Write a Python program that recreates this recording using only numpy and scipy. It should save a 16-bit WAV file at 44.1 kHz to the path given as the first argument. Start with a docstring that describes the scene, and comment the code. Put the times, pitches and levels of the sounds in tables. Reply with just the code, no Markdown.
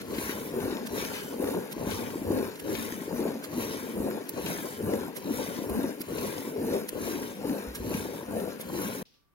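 """Hand milking into a bucket

A cow is milked into a plastic bucket full of froth, heard close above the rim. The hands take turns:
a jet drums into the milk under the foam, tears the froth and leaves it fizzing. A teat often spits
before it flows. At the end the milking gives way abruptly to a quiet courtyard."""
import sys
import numpy as np
from scipy import signal
from scipy.fft import rfft, irfft
from scipy.io import wavfile
from scipy.ndimage import uniform_filter1d

SR = 44100
rng = np.random.default_rng(int(sys.argv[2]) if len(sys.argv) > 2 else 0)


def store_pcm(level_fs):
    """Save levels as 16-bit WAV."""
    pcm = np.round(np.clip(level_fs, -1, 1) * 32767).astype(np.int16)
    wavfile.write(sys.argv[1], SR, np.atleast_2d(pcm).T)


N = 411876
TIME = np.arange(N) / SR
MILKING_END_S, CUTOFF_HZ = 9.028, 15850

# Teat squeezes: start/s, length/s, build-up/s, trims for plunge/dB, froth/dB, fizz/dB, rumble/dB
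LEFT_HAND = [(-0.367, 0.38, 0.077, -4, 1.5, 0.0, 14), (0.47, 0.41, 0.077, -0.3, 1.5, -1.1, 1),
             (1.314, 0.35, 0.069, 0.6, -0.5, 0.88, -2), (2.216, 0.27, 0.053, 1.1, 0.5, 0.65, 7),
             (3.065, 0.29, 0.053, 1.6, 1.0, -0.017, -2), (3.899, 0.28, 0.057, 0.5, -2, -1.2, -2),
             (4.765, 0.32, 0.06, -0.4, -0.5, 0, 5), (5.598, 0.31, 0.076, 2.3, -0.5, 0.32, -2),
             (6.53, 0.29, 0.074, -0.1, -1.5, 1.2, -0.5), (7.367, 0.33, 0.061, -2.5, -1.5, -0.96, -5.5),
             (8.224, 0.3, 0.069, -2.5, -4, -1.6, -1)]
RIGHT_HAND = [(0.045, 0.43, 0.11, 0.5, 1.5, 1, 2), (0.879, 0.45, 0.084, -1.5, 2.5, 0.5, -2),
              (1.757, 0.45, 0.096, 2.5, 1, -1.5, 7), (2.612, 0.44, 0.092, 0, 0, -1, 1.5),
              (3.475, 0.45, 0.095, 2, 2, -0.5, -0.5), (4.321, 0.46, 0.11, 1, 1.5, 0.5, -2.5),
              (5.199, 0.45, 0.11, 2.5, 0, -0.5, -3.5), (6.047, 0.457, 0.11, 2, 0, 0.0, 1),
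              (6.904, 0.41, 0.1, 0.5, -1.5, -2, 0.5), (7.765, 0.42, 0.11, 1.5, -2, -3, 4),
              (8.642, 0.38, 0.11, 0, -1, 0, -2)]
# Squeeze envelope per layer: level/dB, crest time/build-ups, bite at crest/dB, sag/(dB/s)
LEFT_ENVELOPE = {"plunge": (-31, 1.54, -1, 53), "froth": (-47, 3, 1.5, 51), "fizz": (-47.5, 2, 1.9, 70),
                 "rumble": (-50, 1.5, 4, 90)}
RIGHT_ENVELOPE = {"plunge": (-37, 0.85, 1, 17), "froth": (-43.5, 1.7, 2.7, 43),
                  "fizz": (-44.5, 1.58, 3.5, 22), "rumble": (-48, 0.5, -2.5, 52)}
# Jet spectra: f/Hz, left jet/dB, right jet/dB
PLUNGE_EQ = [(60, -36, -31), (148.4, -8.5, -8.5), (216, 4.5, -0.5), (300, 2, -1), (334, -3.5, -5),
             (410, 1.5, -2.5), (498, -1.5, -5.5), (579, -10.5, -13), (780, -17.5, -22), (1090, -22.5, -20),
             (2050, -44, -49)]
FROTH_EQ = [(550, -1, -3.5), (840, 4, 5), (1570, 8, 12.5), (2410, -3.5, 2.5), (3000, -0.5, 5.5),
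            (3720, -2, 3), (4500, -2.5, 2.5), (6000, -3, 3), (7550, -5, -4), (10100, -20.5, -6)]
FIZZ_EQ = [(5900, -21, -17), (7800, 1.5, 4), (9070, -0.5, -2), (11200, 0.5, -3.5), (15300, -3, -2.5)]
# Resonances of the air above the milk: f/Hz, left side/dB, right side/dB
AIR_EQ = [(60, -1, 3), (215, -0.5, -1.5), (435, 1.5, -3), (603, 6, -2.5), (785, 4.5, -6.5), (886, 7.5, 3.5),
          (1158, 4, -0.5), (1203, -0.5, -3.5), (1380, 5.5, -3.5), (1566, 5, -10.5), (1900, 5, 3),
          (2100, 5.5, -11), (2320, 8, -6.5), (2880, 3.5, -0.5), (3060, 2.5, 3.5), (3480, 0, -11.5),
          (3390, 3, -27.5), (3660, 4.5, -2.5), (4150, 3, 4.5), (4400, 3.5, -3.5), (4750, -3, 5),
          (5200, 1, 1), (5700, 4.5, 0), (6540, 0, 4), (7190, -0.5, -2), (8120, -18, -12), (9270, -4, 3),
          (9860, -3, 2), (11200, 2, 4.5), (13270, -2.5, 3.5), (15800, -2.5, 1.5)]
# Wall and rim echoes by side and polarity: delay at far spot/ms, added at near spot/ms, level/dB
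LEFT_JET_PATHS = {"left upright": [(.3, .33, -15)], "left inverted": [(.27, .08, -16), (.45, .26, -14),
                  (.78, .28, -16)], "right upright": [(.69, .21, -18)], "right inverted": [(.43, .23, -12),
                  (.29, .26, -16)]}
RIGHT_JET_PATHS = {"left upright": [(.42, .17, -18)], "left inverted": [(.53, .18, -12), (.81, .21, -15)],
                   "right upright": [(.27, .08, -17), (.51, .11, -17)], "right inverted": [(.37, .08, -16),
                   (1.12, .1, -16)]}
# Noise spectra of bucket, still air and scuffs: f/Hz, level/dB
RUMBLE_EQ = [(20, -35), (40, -13), (60, 3.5), (78, -3.5), (98, 8), (130, -2.5), (220, -35)]
YARD_EQ = [(20, 0), (70, -4.5), (250, -7.5), (600, -18), (1500, -17), (5000, -35), (7000, -35.5),
           (16000, -25.5)]
SCUFF_EQ = [(60, -15), (300, -5.5), (700, -19), (1300, -29), (2800, -13), (5500, -12), (7500, -30),
            (16000, -26)]
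# Dull knocks on the full bucket: t/s, relative level/dB, f/Hz
KNOCKS = [(3.992, -30, 70), (4.789, -42, 66), (5.700, -21, 66.3), (7.670, -22.5, 60), (7.795, -23, 61)]
# A teat spitting: t/s, relative droplet level/dB, relative hiss level/dB, rise/s, fade/s
TEAT_SPITS = [(0.016, -45, -45, 0.005, 0.0057), (0.872, -40.5, -40, 0.009, 0.0032),
              (1.728, -41, -38.5, 0.0094, 0.0021), (2.558, -48.5, -50, .004, .005),
              (2.598, -42.5, -41, .003, 0.0057), (3.442, -41, -42, .0058, 0.013),
              (4.293, -39, -30.5, 0.0022, 0.0024), (5.167, -41, -38.5, .008, 0.012),
              (5.698, -47, -39, .003, 0.0043), (6.017, -40.5, -34.5, 0.0077, .003),
              (6.891, -36.5, -31, 0.0045, 0.0029), (7.753, -40, -38, 0.0043, 0.015),
              (8.612, -43, -38, 0.009, 0.0079)]
# Foam clots torn open: t/s, relative level/dB, fade/s, f/Hz
TORN_CLOTS = [(0.141, -45, 0.038, 3000), (0.184, -37, 0.0067, 2300), (0.296, -36, 0.016, 1900),
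              (0.603, -41, 0.0054, 1800), (0.718, -43, 0.0071, 1600), (0.769, -34, .003, 1900),
              (0.981, -39, .005, 2680), (1.05, -32, .0025, 2200), (1.145, -40, 0.06, 2430),
              (1.443, -35, .002, 1500), (1.474, -37, 0.0024, 1850), (1.549, -39, .003, 1500),
              (1.912, -40, 0.02, 3500), (2.104, -42, 0.0044, 1750), (2.388, -38, .004, 1570),
              (2.752, -33, 0.0043, 2380), (2.923, -37, .002, 1950), (3.279, -43, .005, 1600),
              (3.620, -49, .02, 3000), (4.111, -39, 0.0027, 1580), (4.464, -36.5, 0.014, 2720),
              (4.936, -35, 0.0022, 2000), (5.056, -49, 0.0045, 1650), (5.809, -46, 0.0046, 1750),
              (6.182, -43.5, .018, 2680), (6.381, -36, .002, 2650), (6.741, -41, .005, 1900),
              (7.067, -41, .002, 2900), (7.231, -41, 0.0055, 2100), (7.496, -39, .002, 1950),
              (7.94, -36, .007, 2480), (8.4, -41, 0.0045, 1560), (8.741, -34, .002, 2050)]
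# Large air pockets closing under the foam: t/s, relative level/dB, f/Hz
AIR_POCKETS = [(0.183, -17, 295), (0.293, -19, 320), (0.539, -21, 383), (0.638, -30, 380),
               (0.664, -27, 327), (0.725, -17.5, 352), (0.933, -20, 340), (0.979, -18.5, 410),
               (1.024, -21, 373), (1.398, -26, 342), (1.437, -20, 307), (1.548, -19.5, 330),
               (1.764, -23, 300), (1.869, -18.5, 279), (1.989, -22, 313), (2.156, -18.5, 323),
               (2.217, -22.5, 288), (2.303, -12.5, 320), (2.386, -21, 374), (2.922, -24.5, 260),
               (3.016, -25.5, 270), (3.078, -22, 370), (3.193, -20, 354), (3.253, -15.5, 405),
               (3.578, -18.5, 276), (4.0, -15.5, 248), (4.042, -21, 340), (4.080, -22, 500),
               (4.148, -28, 400), (4.336, -27, 300), (4.393, -25, 390), (4.806, -22.5, 364),
               (4.865, -26, 400), (4.891, -18, 323), (4.912, -23, 402), (5.309, -23, 278),
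               (5.484, -25.5, 240), (5.587, -22.5, 263), (5.620, -23, 300), (5.789, -17, 272),
               (5.841, -16.5, 355), (6.004, -24.5, 270), (6.10, -27, 252), (6.12, -22, 380),
               (6.475, -24, 397), (6.563, -25, 420), (6.615, -18, 380), (6.681, -19, 400),
               (6.724, -23, 300), (6.76, -23, 440), (6.929, -26, 344), (7.083, -25, 333),
               (7.45, -20.5, 282), (7.524, -32, 260), (7.873, -21.5, 332), (7.946, -19, 204),
               (8.166, -36, 259), (8.228, -28, 300), (8.368, -19, 467)]
# Ringing hollows drilled by the jet: t/s, relative level/dB, half-length/s, f/Hz
HOLLOWS = [(0.58, -29, 0.037, 387), (1.45, -35, 0.064, 300), (1.572, -26, 0.0085, 382),
           (2.372, -29.5, 0.054, 430), (2.715, -29, 0.047, 360), (3.227, -33, 0.049, 410),
           (3.583, -32.5, 0.034, 287), (4.09, -35, 0.1, 454), (4.465, -37, 0.016, 320),
           (4.933, -28.5, 0.048, 470), (5.299, -30.5, 0.031, 252), (5.815, -35.5, 0.056, 482),
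           (6.248, -29.5, 0.02, 388), (6.594, -31, 0.074, 400), (6.752, -25.5, 0.037, 455),
           (7.127, -34, 0.1, 300), (7.507, -25, 0.022, 261), (8.375, -29.5, 0.034, 480),
           (8.778, -30.5, 0.045, 290)]


def from_db(db):
    """Decibels to gain."""
    return 10 ** (np.asarray(db) / 20)


def unit_rms(x):
    """Scale to rms 1."""
    return x / np.sqrt(np.mean(x ** 2) + 1e-20)


def steady(x, window_s):
    """Hold the running rms at 1; finer grain stays."""
    power = uniform_filter1d(np.mean(np.atleast_2d(x) ** 2, axis=0), max(int(window_s * SR), 8))
    return x / np.sqrt(np.abs(power) + 1e-20)


def flutter(period_s):
    """Random fluctuation, rms 1."""
    knots = rng.standard_normal(N // 20)
    return unit_rms(np.interp(TIME / period_s, np.arange(len(knots)), knots))


def delayed(x, lag_ms):
    """Fractional delay; the lag may move."""
    return np.interp(TIME - lag_ms / 1000, TIME, x)


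def around(at_s, reach_s):
    """Slice of samples near a moment."""
    return slice(max(int((at_s - reach_s) * SR), 0), int((at_s + reach_s) * SR))


def burst(peak_s, rise_s, fade_s, t=TIME):
    """Exponential rise and fall."""
    return np.exp(-np.minimum(np.maximum((peak_s - t) / rise_s, (t - peak_s) / fade_s), 20))


def bandpass(x, hz, octaves, order=1):
    """Butterworth band centred on hz."""
    edges_hz = hz * 2 ** (octaves * np.array([-.5, .5]))
    return signal.sosfilt(signal.butter(order, edges_hz, "band", fs=SR, output="sos"), x)


def colour(x, hz, level_db, size=4096):
    """Minimum-phase EQ through the points, falling 18 dB/octave outside them."""
    octave = np.log2(np.maximum(np.arange(size // 2 + 1) * SR / size, 5))
    points = np.log2(hz)
    beyond = np.abs(octave - np.clip(octave, points[0], points[-1]))
    cepstrum = irfft(np.log(from_db(np.interp(octave, points, level_db) - 18 * beyond)))
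    cepstrum[1:size // 2] *= 2
    cepstrum[size // 2 + 1:] = 0
    return signal.oaconvolve(x, irfft(np.exp(rfft(cepstrum))))[:N]


def stereo_noise(eq, width):
    """Coloured mid/side noise, rms 1."""
    mid, side = [colour(rng.standard_normal(N), *np.transpose(eq)) for _ in range(2)]
    return unit_rms(mid + width * side * [[1], [-1]])


def bubbles(per_s, low_hz, high_hz, cycles, spread_db, pitches=20):
    """Bubbles of random size, time and pitch; each rings down 60 dB in `cycles`."""
    born = rng.random(N) < per_s / SR
    sizes = np.minimum(rng.exponential(1, N), 4)
    pitch_index = rng.integers(0, pitches, N)
    clicks = born * from_db(spread_db * sizes) * rng.choice([-1, 1], N)
    out = np.zeros(N)
    for k, hz in enumerate(np.geomspace(low_hz, min(high_hz, CUTOFF_HZ), pitches)):
        r = from_db(-60 * hz / (cycles * SR))
        zeros = [(1 - r * r) / 2, 0, (r * r - 1) / 2]
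        poles = [1, -2 * r * np.cos(2 * np.pi * hz / SR), r * r]
        out += signal.lfilter(zeros, poles, clicks * (pitch_index == k) + 1e-18)
    return out


def damped_tones(rows, cycles, swell_cycles, glide):
    """One tone a row: swells, falls 60 dB in `cycles`, rises in pitch by about the fraction `glide`."""
    out, t = np.zeros(N + SR), TIME[:SR // 3]
    for start_s, db, hz in rows:
        age = hz * t
        envelope = (1 - np.exp(-(age / swell_cycles) ** 2)) * from_db(-60 * age / cycles)
        tone = np.sin(2 * np.pi * age * (1 + glide * np.tanh(age / cycles)))
        at = int(start_s * SR)
        out[at:at + len(t)] += from_db(db) * envelope / envelope.max() * tone
    return out[:N]


def jet_power(squeezes, envelope, layer, rise_db=18.5, bite_s=0.068, hold_s=0.087, stop_db_per_s=218.5):
    """A jet builds as the fist closes, bites through the foam, sags as the teat empties, is let go."""
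    level_db, crest, bite_db, sag_db_per_s = envelope[layer]
    column = list(envelope).index(layer)
    t, power = TIME[::SR // 1000], 1e-12
    for start_s, length_s, build_up_s, *trims_db in squeezes:
        crest_s = crest * build_up_s
        past_s = t - start_s - crest_s
        swell_db = bite_db * np.exp(-(past_s / bite_s) ** 2)
        swell_db -= rise_db * (np.minimum(past_s, 0) / crest_s) ** 2
        fall_db = sag_db_per_s * np.maximum(past_s - hold_s, 0)
        fall_db += stop_db_per_s * np.maximum(t - start_s - length_s, 0)
        power += from_db(np.maximum(level_db + trims_db[column] + swell_db - fall_db, -150)) ** 2
    return np.interp(TIME, t, power)


def flow(layer, waver_db, waver_s, rest_db):
    """A layer's gain under both unsteady jets, and the left jet's share of the power."""
    left = jet_power(LEFT_HAND, LEFT_ENVELOPE, layer)
    right = jet_power(RIGHT_HAND, RIGHT_ENVELOPE, layer)
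    gain = np.sqrt(left + right + from_db(rest_db) ** 2) * from_db(waver_db * flutter(waver_s))
    return gain, left / (left + right)


def landing_spot(squeezes, travel_s=0.41, aim_scatter=0.11):
    """The jet travels from far (0) to near (1), slowing; each squeeze is aimed a little differently."""
    starts_s = np.array([row[0] for row in squeezes])
    current = np.maximum(np.searchsorted(starts_s, TIME + .1) - 1, 0)
    progress = np.clip((TIME - starts_s[current]) / travel_s, 0, 1)
    return np.sin(np.pi / 2 * progress) + aim_scatter * rng.standard_normal(len(starts_s))[current]


def in_bucket(x, lag_ms, wall_db, t60_s, renew_s):
    """Direct sound, left side first, plus dense wall echoes that change as the landing spot moves."""
    hop, t = int(renew_s * SR), TIME[:int(t60_s * SR)]
    decay = from_db(-60 * t / t60_s)
    window = np.sin(np.pi * np.arange(2 * hop) / (2 * hop))
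    source = np.pad(x, (hop, 2 * hop))
    wall = np.zeros((2, len(source) + len(t)))
    for at in range(0, N + hop, hop):
        echoes = rng.standard_normal((2, len(t))) * decay / np.linalg.norm(decay)
        part = signal.fftconvolve(window * source[None, at:at + 2 * hop], echoes, axes=1)
        wall[:, at:at + part.shape[1]] += part
    return np.array([x, delayed(x, lag_ms)]) + from_db(wall_db) * wall[:, hop:hop + N]


def bucket_air(pair):
    """The air in the bucket colours each side differently."""
    hz, *sides_db = np.transpose(AIR_EQ)
    return np.array([colour(x, hz, side_db) for x, side_db in zip(pair, sides_db)])


def jet_colour(pair, eq, left_share):
    """Bucket air, then each jet's own colour, blended by power share."""
    hz, left_db, right_db = np.transpose(eq)
    pair = bucket_air(pair)
    return sum(np.sqrt(share) * unit_rms(np.array([colour(x, hz, level_db) for x in pair]))
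               for share, level_db in ((left_share, left_db), (1 - left_share, right_db)))


def rim_comb(pair, left_share, left_spot, right_spot):
    """First echoes off wall and rim form a comb that sinks through each squeeze."""
    out = pair.copy()
    jets = (LEFT_JET_PATHS, left_share, left_spot), (RIGHT_JET_PATHS, 1 - left_share, right_spot)
    for paths, share, spot in jets:
        for path, rows in paths.items():
            side = int("right" in path)
            sign = -1 if "inverted" in path else 1
            for far_ms, added_ms, db in rows:
                out[side] += sign * share * from_db(db) * delayed(pair[side], far_ms + added_ms * spot)
    return out


def plunge():
    """Air dragged under the foam burbles in low, damped bubbles, with gulps and gurgles."""
    gain, left_share = flow("plunge", waver_db=1.82, waver_s=.02, rest_db=-43)
    burble = bubbles(per_s=1800, low_hz=93.7, high_hz=1586, cycles=15.5, spread_db=2)
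    burble = in_bucket(burble, lag_ms=0.12, wall_db=-9.5, t60_s=0.17, renew_s=.2)
    burble = steady(jet_colour(burble, PLUNGE_EQ, left_share), window_s=0.03)
    return gain * burble + gulps(gain) + gurgles()


def torn_foam():
    """The jet tears coarse froth into a rustle; the finest cells burst as fizz."""
    froth_gain, froth_left = flow("froth", waver_db=1.04, waver_s=.035, rest_db=-53)
    fizz_gain, fizz_left = flow("fizz", waver_db=-0.8, waver_s=0.028, rest_db=-55)
    left_spot, right_spot = landing_spot(LEFT_HAND), landing_spot(RIGHT_HAND)
    beads = flutter(period_s=0.0028)   # the jet breaks into beads that shake both layers

    froth = bubbles(per_s=6000, low_hz=710, high_hz=9800, cycles=4.25, spread_db=3)
    froth = unit_rms(froth * from_db(0.69 * beads))
    froth += from_db(-4) * rng.standard_normal(N)   # the smallest tears merge into hiss
    lag_ms = 0.16 * froth_left + (1 - froth_left) * (0.25 + 0.061 * right_spot)
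    froth = in_bucket(froth, lag_ms, wall_db=-3.5, t60_s=.05, renew_s=.035)
    froth = froth_gain * steady(jet_colour(froth, FROTH_EQ, froth_left), window_s=0.027)

    fizz = bubbles(per_s=8200, low_hz=6940, high_hz=15900, cycles=5.2, spread_db=8, pitches=8)
    fizz = unit_rms(fizz * from_db(3.2 * beads)) + from_db(-1.5) * rng.standard_normal(N)
    lag_ms = fizz_left * (0.124 + 0.031 * left_spot) + (1 - fizz_left) * (0.057 + 0.071 * right_spot)
    fizz = in_bucket(fizz, lag_ms, wall_db=-1, t60_s=.04, renew_s=.03)
    fizz = unit_rms(fizz) + from_db(-2) * rng.standard_normal((2, N))   # spray all round the bucket
    fizz = fizz_gain * steady(jet_colour(fizz, FIZZ_EQ, fizz_left), window_s=0.022)

    thickness = from_db(0.67 * flutter(period_s=0.033))   # the jet meets thicker and thinner foam
    return thickness * rim_comb(froth + fizz, fizz_left, left_spot, right_spot)


def settling_foam():
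    """Countless tiny cells keep bursting: an even hiss."""
    eq = [(1300, 1.5), (2600, 3.5), (4200, -8), (6500, -13), (11000, -13), (15500, -10.5)]
    return from_db(-60) * bucket_air(stereo_noise(eq, width=0.83))


def bucket_body():
    """The stirred bucket rumbles, and booms when knocked."""
    gain, _ = flow("rumble", waver_db=0.8, waver_s=.05, rest_db=-82)
    rumble = gain * steady(stereo_noise(RUMBLE_EQ, width=0.34), window_s=0.24)
    booms = from_db(-13) * damped_tones(KNOCKS, cycles=17, swell_cycles=0.34, glide=0)
    return from_db([[-.5], [.5]]) * (rumble + booms)


def spits():
    """A teat sputters droplets with a bright hiss of air."""
    spray = bubbles(per_s=8000, low_hz=1200, high_hz=15700, cycles=3, spread_db=3.5, pitches=10)
    droplets = steady(colour(spray, [1150, 2200, 3500, 6400, 8000], [5, 6, 2, 1.5, 2.5]), window_s=.005)
    hiss = steady(colour(spray, [8300, 9500, 11600, 16000], [-16.5, -5.5, -1, -5.5]), window_s=0.0068)
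    out = np.zeros(N)
    for at_s, droplets_db, hiss_db, rise_s, fade_s in TEAT_SPITS:
        near = around(at_s, reach_s=.1)
        sputter = from_db(droplets_db) * droplets[near] + from_db(hiss_db) * hiss[near]
        out[near] += burst(at_s, rise_s, fade_s, TIME[near]) * sputter
    return from_db([[-1], [3.5]]) * in_bucket(out, lag_ms=0.185, wall_db=-2.5, t60_s=0.03, renew_s=0.33)


def spatters():
    """Foam clots tear with wet snaps; bigger clots sound lower."""
    crackle = bubbles(per_s=5000, low_hz=797, high_hz=7000, cycles=3.6, spread_db=4, pitches=10)
    out = np.zeros(N)
    for at_s, db, fade_s, hz in TORN_CLOTS:
        near = around(at_s, reach_s=.15)
        snap = steady(bandpass(crackle[near], hz, octaves=0.65), window_s=0.0048)
        out[near] += from_db(db) * burst(at_s, 0.18 * fade_s, fade_s, TIME[near]) * snap
    return from_db([[4], [-3]]) * in_bucket(out, lag_ms=0.16, wall_db=-9.5, t60_s=0.017, renew_s=0.396)


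def gulps(burble_gain, small_per_s=2.1, small_db=8):
    """Large air pockets close with hollow plops; small ones come at random and follow the burble."""
    times_s = TIME[rng.random(N) < small_per_s / SR]
    pitches_hz = 332 + 23 * rng.standard_normal(N)
    small_pockets = [(at_s, small_db, pitches_hz[int(at_s * SR)]) for at_s in times_s]
    large, small = [damped_tones(rows, cycles=6, swell_cycles=0.89, glide=0.012)
                    for rows in (AIR_POCKETS, small_pockets)]
    plops = large + burble_gain * small
    return from_db([[-1.2], [-4.2]]) * np.array([plops, delayed(plops, lag_ms=.05)])


def gurgles():
    """The jet shakes the hollow it has drilled; the ring swells and fades."""
    shaking, out = rng.standard_normal(N), np.zeros(N)
    for at_s, db, half_s, hz in HOLLOWS:
        near = around(at_s, reach_s=.2)
        ring = steady(bandpass(shaking[near], hz, octaves=0.56, order=2), window_s=0.022)
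        out[near] += from_db(db) * np.exp(-((TIME[near] - at_s) / half_s) ** 2) * ring
    return from_db([[0], [-4.5]]) * np.array([out, delayed(out, lag_ms=0.4)])


def courtyard(ring_hz=1163):
    """Still air, two soft scuffs and a faint metallic ring."""
    air = from_db(-72.5) * stereo_noise(YARD_EQ, width=1)
    scuff_gain = from_db(-60) * burst(9.054, rise_s=0.00056, fade_s=0.073)
    scuff_gain += from_db(-70) * burst(9.142, rise_s=0.009, fade_s=0.047)
    scuffs = scuff_gain * stereo_noise(SCUFF_EQ, width=0.98)
    ring_gain = np.clip((TIME - 9.12) / .03, 0, 1) * from_db(-80.5 + 2 * flutter(period_s=.009))
    return air + scuffs + ring_gain * np.sin(2 * np.pi * ring_hz * TIME)


def scene():
    """The milking, then the courtyard alone."""
    milking = plunge() + torn_foam() + settling_foam() + spatters() + spits() + bucket_body()
    return milking * (TIME < MILKING_END_S) + courtyard()


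def record(dry):
    """Steep low-pass."""
    return signal.sosfilt(signal.ellip(12, .2, 80, CUTOFF_HZ, fs=SR, output="sos"), dry)


dry = scene()
out = record(dry)
store_pcm(out)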